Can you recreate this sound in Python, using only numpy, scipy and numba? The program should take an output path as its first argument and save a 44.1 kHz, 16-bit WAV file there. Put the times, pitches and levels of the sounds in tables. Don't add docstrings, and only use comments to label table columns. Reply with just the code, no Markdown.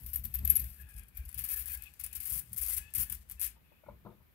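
import sys
import numpy as np
from scipy import signal
from scipy.fft import rfft, irfft, next_fast_len
from scipy.io import wavfile
from scipy.ndimage import uniform_filter1d
from numba import njit

SR = 44100
rng = np.random.default_rng(int(sys.argv[2]) if len(sys.argv) > 2 else 0)


def inscribe(sig):
    pcm = np.round(np.clip(np.atleast_2d(sig).T, -1, 1) * 32767)
    wavfile.write(sys.argv[1], SR, pcm.astype(np.int16))


def gain_from_decibels(decibels):
    exponent = np.asarray(decibels, float) / 20
    return 10 ** exponent


N = 191614

ROOM_T60_S, ROOM_DB = 0.17, -11
CRUNCH_FROM_S = 1.335


def level(x, db=0):
    return x * gain_from_decibels(db) / np.sqrt(np.mean(x ** 2))


def curves(table):
    s, *columns = np.transpose(table)
    return [np.interp(np.arange(N) / SR, s, column) for column in columns]


def colour(x, points):
    size = next_fast_len(N + SR)
    hz, db = np.transpose(points)
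    bin_hz = np.arange(size // 2 + 1) * SR / size
    gain = gain_from_decibels(np.interp(np.log(bin_hz + 1), np.log(hz), db))
    return irfft(rfft(x, size) * gain, size)[..., :N]


@njit
def svf(x, hz, width):
    y, b, l = np.empty(len(x)), 0., 0.
    for i in range(len(x)):
        g, k = np.tan(np.pi * hz[i] / SR), width / hz[i]
        v = (b + g * (x[i] - l)) / (1 + g * (g + k))
        b, l, y[i] = 2 * v - b, l + 2 * g * v, k * v
    return y


def band(x, hz, width):
    return svf(x, np.full(N, 1. * hz), 1. * width)


def walk(rate):
    k = max(int(SR / rate), 1)
    held = np.repeat(rng.standard_normal(N // k + 1), k)
    return 1.13 * uniform_filter1d(uniform_filter1d(held, k), k)[:N]


def decay(t, t60_s):
    return np.exp(-np.log(1000) * t / t60_s)


def burst(t60_s):
    t = np.arange(SR // 2) / SR
    puff = rng.standard_normal(len(t)) * decay(t, t60_s)
    return puff / np.sqrt(np.sum(puff ** 2))


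def steady(x, s):
    swell = uniform_filter1d(uniform_filter1d(x ** 2, int(s * SR)), int(s * SR))
    return level(x / (np.abs(swell) + 1e-18) ** 0.33)


def swells(s, hold_s, levels_db, rise_db_s, fall_db_s):
    late = np.arange(0, N, 64)[:, None] / SR - s
    shape = gain_from_decibels(rise_db_s * np.minimum(late, 0) - fall_db_s * np.maximum(late - hold_s, 0))
    return [np.repeat(np.sqrt(shape ** 2 @ gain_from_decibels(db) ** 2), 64)[:N] for db in levels_db]


# (frequency [Hz], density [dB per Hz])
AIR_SPECTRUM = [(60, 6.5), (150, 13), (300, 0), (700, -5), (1550, -4.5), (2300, -4.5), (3500, -11),
                (6000, -19), (9000, -24), (12000, -6), (14900, -7), (16500, -18.5)]


def air():
    noise = level(colour(rng.standard_normal((2, N)), AIR_SPECTRUM), -66.5)
    noise[1] = colour(noise[1], [(300, -1.0), (3000, -7.0), (8000, -2.0), (12000, -0.5)])
    return noise


# (time [s], length [ms], level [dB], wheel ring [Hz])
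SINGING_JERKS = [(0.033, 5.6, -52, 12700), (.062, 5, -40, 13200), (.068, 35.4, -49.5, 13000),
                 (.132, 4, -33, 13120), (.138, 19, -39.5, 12400), (0.158, 3.9, -30.5, 11940),
                 (.169, 4.8, -42, 12110), (.237, 11, -45, 13000), (.241, 2.3, -38, 13000),
                 (.249, 8.4, -36, 12300), (0.34, 16.9, -35.5, 12410), (.388, 4.5, -41, 13460),
                 (.4495, 4.8, -30, 12310), (.475, 3.5, -32, 11600), (.496, 8.4, -31.5, 11670),
                 (0.5002, 3.5, -22.5, 11520), (.508, 8, -33, 11600), (.553, 3, -32, 12080),
                 (0.555, 6.3, -27.5, 12020), (0.562, 8.5, -30, 11330), (0.572, 27, -44, 11500),
                 (0.595, 10, -37, 12300), (0.61, 13.4, -44.5, 12430), (0.74, 7, -55, 11800),
                 (.798, 27, -56, 12100), (.889, 3.7, -55, 10800), (.895, 18, -58, 11940),
                 (.964, 7, -53.5, 10700), (1.033, 3.5, -54.5, 10600), (1.083, 6.3, -57, 11800),
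                 (1.149, 20, -58, 12300), (1.171, 5.3, -39.5, 13640), (1.252, 7.9, -52, 12700),
                 (1.28, 7.4, -57.5, 10800), (1.29, 3.5, -45.5, 10200)]
# (time [s], length [ms], level [dB])
CRUNCHING_JERKS = [(1.348, 25, -51.5), (1.378, 19.4, -34.5), (1.409, 5.4, -38), (1.419, 6.3, -40),
                   (1.438, 16.3, -36.5), (1.461, 3.6, -39), (1.486, 18, -38.5), (1.504, 41.6, -38.5),
                   (1.56, 49, -40.5), (1.61, 19, -41.5), (1.631, 23, -49), (1.657, 36, -40.5),
                   (1.695, 59, -41.5), (1.755, 7, -64), (1.992, 5, -55), (1.9958, 8.6, -43.5),
                   (2.037, 13, -39), (2.128, 11.5, -45.5), (2.15, 19.7, -39), (2.211, 35, -41.5),
                   (2.253, 51, -39), (2.295, 101, -41), (2.569, 36, -41.5), (2.61, 18, -38),
                   (2.629, 47, -40.5), (2.68, 73, -42), (2.751, 17, -46.5), (2.767, 18.4, -39.5),
                   (2.937, 4.1, -47.5), (2.948, 86, -37), (3.102, 24, -46.5), (3.119, 8.4, -37),
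                   (3.403, 6.6, -47), (3.413, 39, -36), (3.453, 14, -40)]
# (time [s], length [ms], level [dB])
TICKS = [(.445, 5.7, -47), (0.641, 4.3, -39.5), (0.978, 8.8, -51.5), (.994, 4.4, -54.5),
         (1.773, 2.9, -39.5), (2.01, 4.1, -45), (1.315, 2.2, -52), (1.3445, 2.6, -39), (1.476, 4.7, -47),
         (1.821, 2.9, -46), (1.836, 6.3, -46.5), (1.938, 2.4, -52), (2.062, 4.3, -37.5), (2.202, 5.2, -41),
         (2.531, 2.1, -44), (2.537, 3.4, -57), (2.545, 2.5, -48), (2.459, 2.8, -54), (2.494, 2.5, -57.5),
         (2.519, 3.5, -55), (2.562, 4, -47), (2.904, 4.3, -59), (3.098, 3.1, -37), (3.148, 5.3, -46.5),
         (3.289, 4.8, -56), (3.2985, 2.9, -49), (3.312, 2.9, -42), (3.32, 3.2, -50), (3.327, 2.5, -56),
         (3.209, 20, -62.5), (3.476, 1.7, -43), (3.486, 2.8, -59), (.195, 2.7, -44), (.703, 2.8, -55),
         (.817, 2.1, -57), (.94, 2.5, -57), (.95, 2.5, -63), (1.069, 2.5, -66), (1.327, 2.8, -53),
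         (1.355, 2.5, -57), (1.865, 2.5, -59), (1.97, 2.3, -64), (2.113, 2.3, -50), (3.396, 3.2, -45)]
# (time [s], level [dB])
DRAG = [(0, -58), (.12, -55.5), (.22, -70), (.33, -60.5), (.42, -60), (.66, -52), (.79, -61.5),
        (.86, -70.5), (.94, -63.5), (1.03, -69), (1.1, -76), (1.22, -63.5), (1.3, -76), (1.86, -59),
        (1.91, -68), (2.0, -75), (2.5, -64.5), (3.2, -78), (4.34, -92.5)]
SKIPS = [.153, .245, .56, 1.379, 1.386, 1.457, 1.492, 1.581, 1.663, 1.669, 1.689, 1.724, 2.046, 2.134,
         2.217, 2.224, 2.238, 2.264, 2.283, 2.316, 2.574, 2.607, 2.639, 2.658, 2.669, 2.941, 2.972, 2.976,
         2.988, 2.715]


def jerks():
    # (drop [dB], trail [dB per s])
    sing_trail, crunch_trail, tick_trail = (-13, 310), (-8.5, 296), (-14, 310)
    rest_hz, relax_s = 12410, 0.019
    drift_from_s, drag_ring_to_s = 1.65, .86
    drag_ring, early_ring, crunch_ring = .45, .24, .1
    silent_db, pure_db = -60, -20
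    skip_s, skip_db, crack_delay_s = .0035, -10, .0004

    force, ring_hz, first = gain_from_decibels(curves(DRAG)[0]), np.full(N, 1. * rest_hz), np.zeros(N)
    rows = [row[:3] + sing_trail + row[3:] for row in SINGING_JERKS]
    late = [row + crunch_trail for row in CRUNCHING_JERKS] + [row + tick_trail for row in TICKS]
    rows += [row + (hz,) for row, hz in zip(late, rng.uniform(10100, 13500, len(late)))]
    after = np.arange(SR // 5) / SR
    for s, ms, db, drop_db, trail, hz in sorted(rows):
        a = int(s * SR)
        span = slice(a, a + len(after))
        first[a + int(crack_delay_s * SR)] = gain_from_decibels(db) > 2 * force[a - 1]
        since = after - ms / 1000
        force[span] = np.maximum(force[span], gain_from_decibels(db + (since > 0) * (drop_db - trail * since)))
        if s > drift_from_s or trail == sing_trail[1]:
            ring_hz[span] = rest_hz + (hz - rest_hz) * np.exp(-np.maximum(since, 0) / relax_s)
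    share = np.clip((20 * np.log10(force) - silent_db) / (pure_db - silent_db), 0, .93)
    drag_end = int(drag_ring_to_s * SR)
    share[:drag_end] = np.maximum(share[:drag_end], drag_ring)
    share[int(CRUNCH_FROM_S * SR):] = early_ring
    share[int(drift_from_s * SR):] = crunch_ring
    for s in SKIPS:
        force[int(s * SR):int((s + skip_s) * SR)] *= gain_from_decibels(skip_db)
        first[int((s + skip_s + crack_delay_s) * SR)] = 0.91
    rough = gain_from_decibels(1.4 * walk(400) + .5 * walk(83))
    return np.abs(uniform_filter1d(force, int(0.00031 * SR))) * rough, ring_hz, share, first


def cracks(per_s, spread_db, lone_per_s=0):
    when, sign, luck = rng.random((N, 3)).T
    size = gain_from_decibels(spread_db * np.minimum(-np.log(1 - luck), 2.9))
    size = np.where(when < lone_per_s / SR, gain_from_decibels(11 - 6 * luck), size)
    return level((when < per_s / SR) * np.sign(sign - .5) * size)


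# (frequency [Hz], width [Hz], level [dB])
WHEEL_UPPER = [(13950, 350, -5), (15300, 380, -9.5)]


def singing(force, ring_hz, share):
    drive, width = force * np.sqrt(share), 650.
    shower = cracks(per_s=3000, spread_db=5.5)
    hits = shower * drive
    struck = svf(hits, ring_hz, width) / np.sqrt(np.mean(band(shower, 17000, width) ** 2))
    for hz, w, db in WHEEL_UPPER:
        struck = struck + gain_from_decibels(db) * band(hits, hz, w) / np.sqrt(np.mean(band(shower, hz, w) ** 2))
    keep = np.exp(-1 / (0.0018 * SR))
    swell = signal.lfilter([1 - keep], [1, -keep], drive * share ** 2.28)
    turns = 2 * np.pi * np.cumsum(ring_hz * (1 + .009 * walk(250))) / SR
    squeal = np.sqrt(2) * np.sin(turns) * gain_from_decibels(2.5 * walk(350))
    return np.sqrt(1 - 1.03 * share) * struck + 4.04 * swell * squeal


# (time [s], first lag [ms], second lag [ms])
ECHOES = [(0, 0.38, 0.77), (.55, 0.35, 0.8), (1.5, 0.61, 1.09), (1.7, 0.68, 2.07), (2.0, 0.5, 1.27),
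          (2.3, 0.65, 1.4), (2.7, .46, 2.2), (3.0, 0.48, 1.62), (3.43, 0.29, 0.76)]


def delayed(x, ms):
    return np.interp(np.arange(N) - np.round(ms * SR / 1000), np.arange(N), x)


def echoed(x):
    return level(x + gain_from_decibels(-17.5) * sum(delayed(x, ms) for ms in curves(ECHOES)))


# (time [s], peak [dB])
HARD_EARLY = [(1.344, -26), (1.3766, -29), (1.3839, -26), (1.3907, -25), (1.3923, -24), (1.3952, -26),
              (1.4399, -27), (1.4495, -25), (1.4515, -27), (1.489, -28), (1.4965, -29), (1.5093, -26),
              (1.5156, -23), (1.5172, -25), (1.5218, -28), (1.524, -27), (1.528, -26), (1.5334, -26),
              (1.5354, -27), (1.5432, -28), (1.5615, -28), (1.5713, -28), (1.5777, -28), (1.5797, -28),
              (1.586, -26), (1.5923, -25), (1.5939, -28), (1.5975, -25), (1.6082, -27), (1.6578, -25),
              (1.6815, -28), (1.719, -27), (1.7331, -27), (1.752, -29), (2.0386, -27), (2.0442, -28),
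              (2.153, -28), (2.1668, -27), (2.2557, -29), (2.2984, -27), (2.3033, -27), (2.3058, -28),
              (2.3125, -27), (2.3202, -28), (2.3222, -28), (2.3247, -25), (2.3266, -25), (2.3339, -26),
              (2.3365, -25), (2.3399, -24), (2.346, -29), (2.3532, -28), (2.3562, -28), (2.36, -26),
              (2.367, -29), (2.3784, -23), (2.3885, -28), (2.393, -26), (2.3966, -27), (2.4002, -29)]
# (time [s], peak [dB])
HARD_LATE = [(2.5773, -26), (2.5815, -26), (2.5837, -25), (2.6146, -26), (2.6339, -26), (2.6854, -24),
             (2.6951, -26), (2.6996, -22), (2.7042, -26), (2.7079, -26), (2.7117, -26), (2.7181, -25),
             (2.723, -25), (2.726, -26), (2.731, -24), (2.7336, -24), (2.7358, -24), (2.7385, -26),
             (2.7408, -26), (2.7434, -25), (2.7459, -24), (2.7492, -25), (2.7654, -26), (2.7679, -24),
             (2.7707, -23), (2.7755, -24), (2.7784, -21), (2.7822, -24), (2.9503, -23), (2.9538, -25),
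             (2.9556, -25), (2.9576, -25), (2.9643, -23), (2.9807, -25), (2.9838, -24), (2.9952, -24),
             (3.0037, -23), (3.0059, -23), (3.0105, -24), (3.0127, -21), (3.0149, -22), (3.0175, -21),
             (3.0191, -24), (3.024, -25), (3.0263, -25), (3.0329, -26), (3.0363, -25), (3.0982, -25),
             (3.1245, -22), (3.1266, -26), (3.3128, -26), (3.4037, -25), (3.4134, -22), (3.4155, -24),
             (3.4199, -25), (3.4227, -26), (3.4286, -25), (3.4314, -26), (3.4345, -26), (3.4443, -22)]
# (time [s], peak [dB])
HARD_OPENING = [(1.4632, -31), (1.4765, -33), (1.6965, -31), (1.7465, -31), (1.8215, -38), (1.8365, -33),
                (1.998, -31), (2.011, -32), (2.0635, -29), (2.1292, -33), (2.203, -30), (2.5308, -29),
                (2.5362, -31), (2.563, -36), (2.5705, -29), (2.6293, -27), (2.643, -29), (2.662, -29),
                (2.6735, -31), (2.6842, -26), (2.938, -28), (2.9398, -28), (3.1483, -29), (3.2985, -28),
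                (3.32, -29), (3.396, -30), (3.4762, -30), (3.407, -27), (3.4106, -29), (3.417, -26),
                (3.4213, -28), (3.4245, -28), (3.4432, -23), (3.4608, -30), (3.4655, -28)]
# (frequency [Hz], density [dB per Hz])
CRACK_SPECTRUM = [(3000, -62), (5000, -22.5), (6650, -26.5), (9060, -10), (10000, -1), (12600, 2.5),
                  (15600, 0.5), (16300, -17.5), (16500, -31)]


def hard():
    s, db = np.transpose(HARD_EARLY + HARD_LATE + HARD_OPENING)
    smear_s, echo_db = .0012, -9
    clicks = np.zeros(N)
    clicks[(s * SR).astype(int)] = gain_from_decibels(db) * (-1.) ** np.arange(len(s))
    clicks = colour(clicks, CRACK_SPECTRUM)
    clicks = clicks * gain_from_decibels(np.max(db) + 1.5) / np.max(np.abs(clicks))
    late = delayed(clicks, curves(ECHOES)[1])
    k = np.arange(64)
    smear = np.cos(k ** 2) * np.exp(-k / (smear_s * SR / 3))
    smear = smear / np.sqrt(np.sum(smear ** 2))
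    return clicks + gain_from_decibels(echo_db) * signal.fftconvolve(late, smear)[:N]


def bites():
    hush_s, hush, bite_s, rest = .0009, .4, .005, .56
    s = np.sort(np.transpose(HARD_EARLY + HARD_LATE + HARD_OPENING)[0])
    t = np.arange(N) / SR
    since = t - np.append(-1, s)[np.searchsorted(s, t + hush_s / 2)]
    gain = np.where(since < hush_s, hush, rest + (1.45 - rest) * np.exp(-since / bite_s))
    return np.where(t > CRUNCH_FROM_S, gain, 1)


# (time [s], sheet body [dB], lower edge of the hiss [dB])
DEPTH = [(0, -21, 9.5), (.3, -20, 2.5), (.5, -16, -6), (.7, -20.5, 6), (1.0, -25, 14.5), (1.2, -21, -6),
         (1.4, -14.5, 0.5), (1.7, -16.5, 1), (2.0, -14, 7), (2.3, -17.5, 8), (2.6, -17, 10.5),
         (2.8, -11, 6.5), (3.0, -14, 5.5), (3.2, -15.5, -6.5), (3.45, -13, 4.5), (3.6, -13, 19.5)]
# (time [s], level [dB])
SHEEN = [(0, 4.5), (.5, 3.5), (1.0, -8), (1.5, 2.5), (2.0, -2.5), (2.3, -0.5), (2.65, -1), (2.78, -4),
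         (3.0, -1.5), (3.3, -6), (3.45, -9.5)]
# (frequency [Hz], width [Hz], level [dB])
GLASS_MODES = [(9520, 54.9, -28.5), (10300, 500, 4), (10930, 29, 3), (11500, 88.2, -6.5), (12300, 210, 6),
               (12700, 14, 13), (13000, 41, -4.5), (13000, 120, -12.5), (12560, 490, 4), (15800, 190, 9),
               (14200, 67, 2)]
# (frequency [Hz], density [dB per Hz])
SHEET_SPECTRUM = [(180, -35.5), (400, -21), (620, -22), (900, -15.5), (2190, -2.5), (2500, -4),
                  (3720, -8.5), (6000, -10), (9000, -4.5), (15000, -39.5)]


def wheel():
    force, ring_hz, share, first = jerks()
    force = force * bites()
    body_db, edge_db = curves(DEPTH)
    sheen_db = curves(SHEEN)[0]
    dense = cracks(per_s=6500, spread_db=2.5, lone_per_s=50)
    shower = dense + 4.5 * first
    lines = np.zeros(N)
    for k, (hz, width, db) in enumerate(GLASS_MODES):
        lines += (-1) ** k * gain_from_decibels(db) * level(band(shower, hz, width))
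    broad = echoed(colour(shower, CRACK_SPECTRUM))
    glass = level(broad + level(lines, -10.0))
    ring = singing(force, ring_hz, share)
    slow = np.abs(uniform_filter1d(force, int(.009 * SR), origin=int(.003 * SR)))
    body = level(colour(0.63 * dense + 1.5 * cracks(per_s=12000, spread_db=3.0), SHEET_SPECTRUM))
    crunch = force * np.sqrt(1 - share) * glass + hard()
    crunch = crunch + (gain_from_decibels(edge_db) - 1) * colour(crunch, [(9500, -4.0), (11200, -23.5)])
    crunch = crunch + (gain_from_decibels(sheen_db) - 1) * colour(crunch, [(12300, -23.5), (13800, -1.0)])
    return crunch + ring + gain_from_decibels(body_db - 40.5) * (slow / gain_from_decibels(-41.5)) ** 0.61 * body


def shaken(modes):
    push = rng.standard_normal(N)
    total = np.zeros(N)
    for k, (hz, width, db) in enumerate(modes):
        total += (-1) ** k * gain_from_decibels(db) * level(band(band(push, hz, width), hz, 2 * width))
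    return level(total)


# (time [s], lowest modes [dB], upper modes [dB])
SHOVES = [(0.029, -42, -54), (0.167, -41.5, -52.5), (.27, -47.5, -54), (0.374, -41, -53.5),
          (0.449, -37.5, -46), (0.522, -41, -45), (0.619, -40.5, -48.5), (.82, -51.5, -60.5),
          (.97, -49, -61.5), (1.03, -66, -83), (1.218, -40.5, -61), (1.391, -49, -55.5), (1.54, -50, -68),
          (1.631, -49.5, -67), (1.7, -49.5, -68), (1.78, -51, -69.5), (2.049, -53.5, -69), (2.18, -56, -66),
          (2.343, -49.5, -53), (2.529, -56, -58), (2.633, -47, -63), (2.71, -58, -69), (2.779, -48, -62),
          (2.993, -46.5, -52), (3.132, -49.5, -59.5), (3.338, -53.5, -66), (3.47, -54, -66.5),
          (3.92, -57.5, -54.5), (4.07, -67, -58.5), (4.21, -71, -75.5)]
# (frequency [Hz], width [Hz], level [dB])
TABLE_LOWEST = [(49, 8.4, -7), (66.14, 10.1, -4.5), (73.6, 16.3, -8.5)]
# (frequency [Hz], width [Hz], level [dB])
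TABLE_UPPER = [(115.3, 23, 1), (187.3, 39.6, -6.5), (210.5, 51, -6.5), (340, 980, -21.5)]


def rumble():
    rise_db_s, hold_s, fall_db_s, rest_db = 401, 0.04, 153.5, -76
    s, *levels_db = np.transpose(SHOVES)
    low, high = swells(s - hold_s / 2, hold_s, levels_db, rise_db_s, fall_db_s)
    upper = shaken(TABLE_UPPER) + 0.4 * np.array([shaken(TABLE_UPPER), shaken(TABLE_UPPER)])
    lowest = (low + gain_from_decibels(rest_db)) * steady(shaken(TABLE_LOWEST), 0.12)
    return lowest + high * gain_from_decibels(-3.0 + 1.5 * walk(25.13)) * upper


# (time [s], length [s], second partial [dB], third partial [dB])
SQUEAKS = [(0.354, 0.03, -76, -70), (0.5, 0.016, -86, -62.5), (0.58, 0.067, -71, -68.5),
           (0.786, 0.14, -72, -74), (0.976, 0.041, -71, -66.5), (1.173, 0.061, -75, -70.5),
           (1.352, 0.11, -73, -71), (1.498, 0.082, -64.5, -69), (1.682, 0.062, -67, -63),
           (1.783, 0.1, -73, -66.5), (2.029, 0.032, -77, -65.5), (2.113, 0.084, -73.5, -69.5),
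           (2.29, 0.12, -76.5, -72), (2.617, 0.09, -84, -67), (2.8, 0.042, -67.5, -70),
           (2.856, 0.029, -63, -68), (2.913, 0.02, -72, -79), (2.96, 0.032, -74, -67),
           (3.07, .05, -72, -73), (3.414, 0.059, -71, -67.5), (3.663, 0.12, -98, -77.5)]
# (time [s], pitch [Hz])
SQUEAK_HZ = [(0, 890), (.7, 857), (.95, 840), (1.15, 791), (1.35, 844), (1.55, 847), (1.75, 825),
             (1.84, 860), (1.9, 840), (2.8, 847), (2.9, 863.5), (3.95, 853)]
# (multiple, level against the third [dB])
SQUEAK_OTHERS = [(1, -18), (4, -12.5)]


def squeak():
    s, hold_s, *levels_db = np.transpose(SQUEAKS)
    second, third = swells(s, hold_s, levels_db, rise_db_s=353, fall_db_s=246.5)
    hz = curves(SQUEAK_HZ)[0] * (1 + .007 * walk(30))
    partials = [(2, second), (3, third)] + [(k, third * gain_from_decibels(db)) for k, db in SQUEAK_OTHERS]
    turns = 2 * np.pi * np.cumsum(hz) / SR
    pure = np.clip(second / gain_from_decibels(-62), 0, .9) ** 2
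    total = np.zeros(N)
    for k, gain in partials:
        blurred = steady(svf(rng.standard_normal(N), k * hz, 37.0 * k), 0.11)
        tone = np.sqrt(1 - pure) * blurred + np.sqrt(2 * pure) * np.sin(k * turns)
        total += gain * gain_from_decibels(3.0 * walk(35)) * tone
    return total


# (time [s], peak [dB], pitch [Hz], thud [dB], t60 [s])
KNOCKS = [
    (3.561, -61.5, 870, -16, 0.19),
    (3.716, -54.5, 577, -10, 0.053),
    (3.835, -50.5, 618, -35, 0.05),
    (3.86, -53, 1424, -13, 0.16),
    (3.884, -37, 572, -27, 0.055),
    (3.905, -60, 1030, -7, 0.2),
    (4.048, -47.5, 340, -7.5, 0.086),
    (4.059, -43, 570, -5.5, 0.098),
    (4.08, -60, 200, 2, 0.26),
    (4.199, -65, 600, -11, 0.16),
]
# (frequency [Hz], level [dB], t60 [s])
WOOD_MODES = [(592, -5.5, 0.035), (890, -5, 0.016), (1030, -13.5, 0.097), (1210, -34, 0.049),
              (1397, -10, 0.03), (2220, -12, .03), (1140, -29.5, 0.018)]
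# (frequency [Hz], level [dB], t60 [s])
THUD_MODES = [(126.8, -5, 0.3), (200, 3.5, 0.079), (333, 0.5, 0.021), (463, -6.5, 0.14)]


def ringing(x, modes):
    return sum(gain_from_decibels(db) * np.sqrt(t60) * band(x[:N], hz, 1.87 / t60) for hz, db, t60 in modes)


def knocks():
    note, wood, thud = np.zeros((3, N + SR))
    t = np.arange(SR // 4) / SR
    for s, db, hz, thud_db, t60 in KNOCKS:
        span = slice(int(s * SR), int(s * SR) + len(t))
        rattle = gain_from_decibels(db) * rng.standard_normal(len(t)) * decay(t, t60) * np.minimum(t / 0.0062, 1)
        wood[span] += rattle
        thud[span] += gain_from_decibels(thud_db) * rattle
        tone = np.sin(2 * np.pi * hz * t) * decay(t, 0.049) * np.minimum(t / 0.003, 1)
        note[span] += gain_from_decibels(db - 4.0) * tone
    blows = note[:N] + gain_from_decibels(-8.0) * wood[:N]
    blows = blows + gain_from_decibels(29.0) * ringing(wood, WOOD_MODES) + gain_from_decibels(36.0) * ringing(thud, THUD_MODES)
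    return colour(blows, [(1300, 1.0), (1800, -22), (2400, -32), (4000, -12), (8000, -48)])


# (time [s], length [s], pitch [Hz], level [dB])
RUBS = [
    (3.858, 0.04, 2250, -74.5),
    (4.075, 0.063, 3600, -84),
]


def rubs():
    s, hold_s, hz, db = np.transpose(RUBS)
    each_db = np.where(np.eye(len(s)), db, -200)
    shapes = swells(s, hold_s, each_db, rise_db_s=500., fall_db_s=300.)
    noise = rng.standard_normal(N)
    return sum(shape * level(band(band(noise, f, 240.), f, 300.)) for shape, f in zip(shapes, hz))


# (frequency [Hz], gain [dB])
SHADE = [(60, -9), (300, -9.5), (600, -18.5), (1300, -10.5), (2400, -20), (4400, -14), (8000, -22),
         (11500, -17.5), (15000, -18.5)]


def shaded(x):
    turn = 2 * np.pi * 1.348 * np.arange(N) / SR + 1.76 * walk(25.0)
    paths = [signal.fftconvolve(x, burst(0.012) + gain_from_decibels(-2.5) * burst(ROOM_T60_S))[:N] for _ in range(2)]
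    direct = gain_from_decibels(-8.0) * np.roll(x, 5)
    return colour(direct + np.cos(turn) * paths[0] + np.sin(turn) * paths[1], SHADE)


# (time [s], treble gain [dB])
FADE = [
    (0, -2),
    (3.5, 1.5),
    (3.58, -4.5),
    (3.62, -27),
    (4.34, -40),
]


def faded(x):
    return x + (gain_from_decibels(curves(FADE)[0]) - 1) * colour(x, [(3000, -31), (6000, 4.0)])


def scene():
    axle = squeak()
    near = wheel() + knocks()
    source = near + axle
    left = 2 * source + 2 * gain_from_decibels(ROOM_DB) * signal.fftconvolve(source, burst(ROOM_T60_S))[:N]
    right = shaded(2 * (near + gain_from_decibels(-2.5) * axle))
    heard = faded(np.array([left, right]))
    table = rumble() * gain_from_decibels([[1.3], [-1.5]])
    return heard + table + air() + rubs() * gain_from_decibels([[4.0], [-6.0]])


def roll_off(x):
    return signal.sosfilt(signal.butter(12, 16820, fs=SR, output="sos"), x)


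def record(dry):
    x = signal.sosfilt(signal.butter(2, 35, "highpass", fs=SR, output="sos"), dry)
    x = signal.sosfilt(signal.ellip(10, .2, 52, 15720, fs=SR, output="sos"), x)
    return roll_off(x)


dry = scene()
out = record(dry)
inscribe(out)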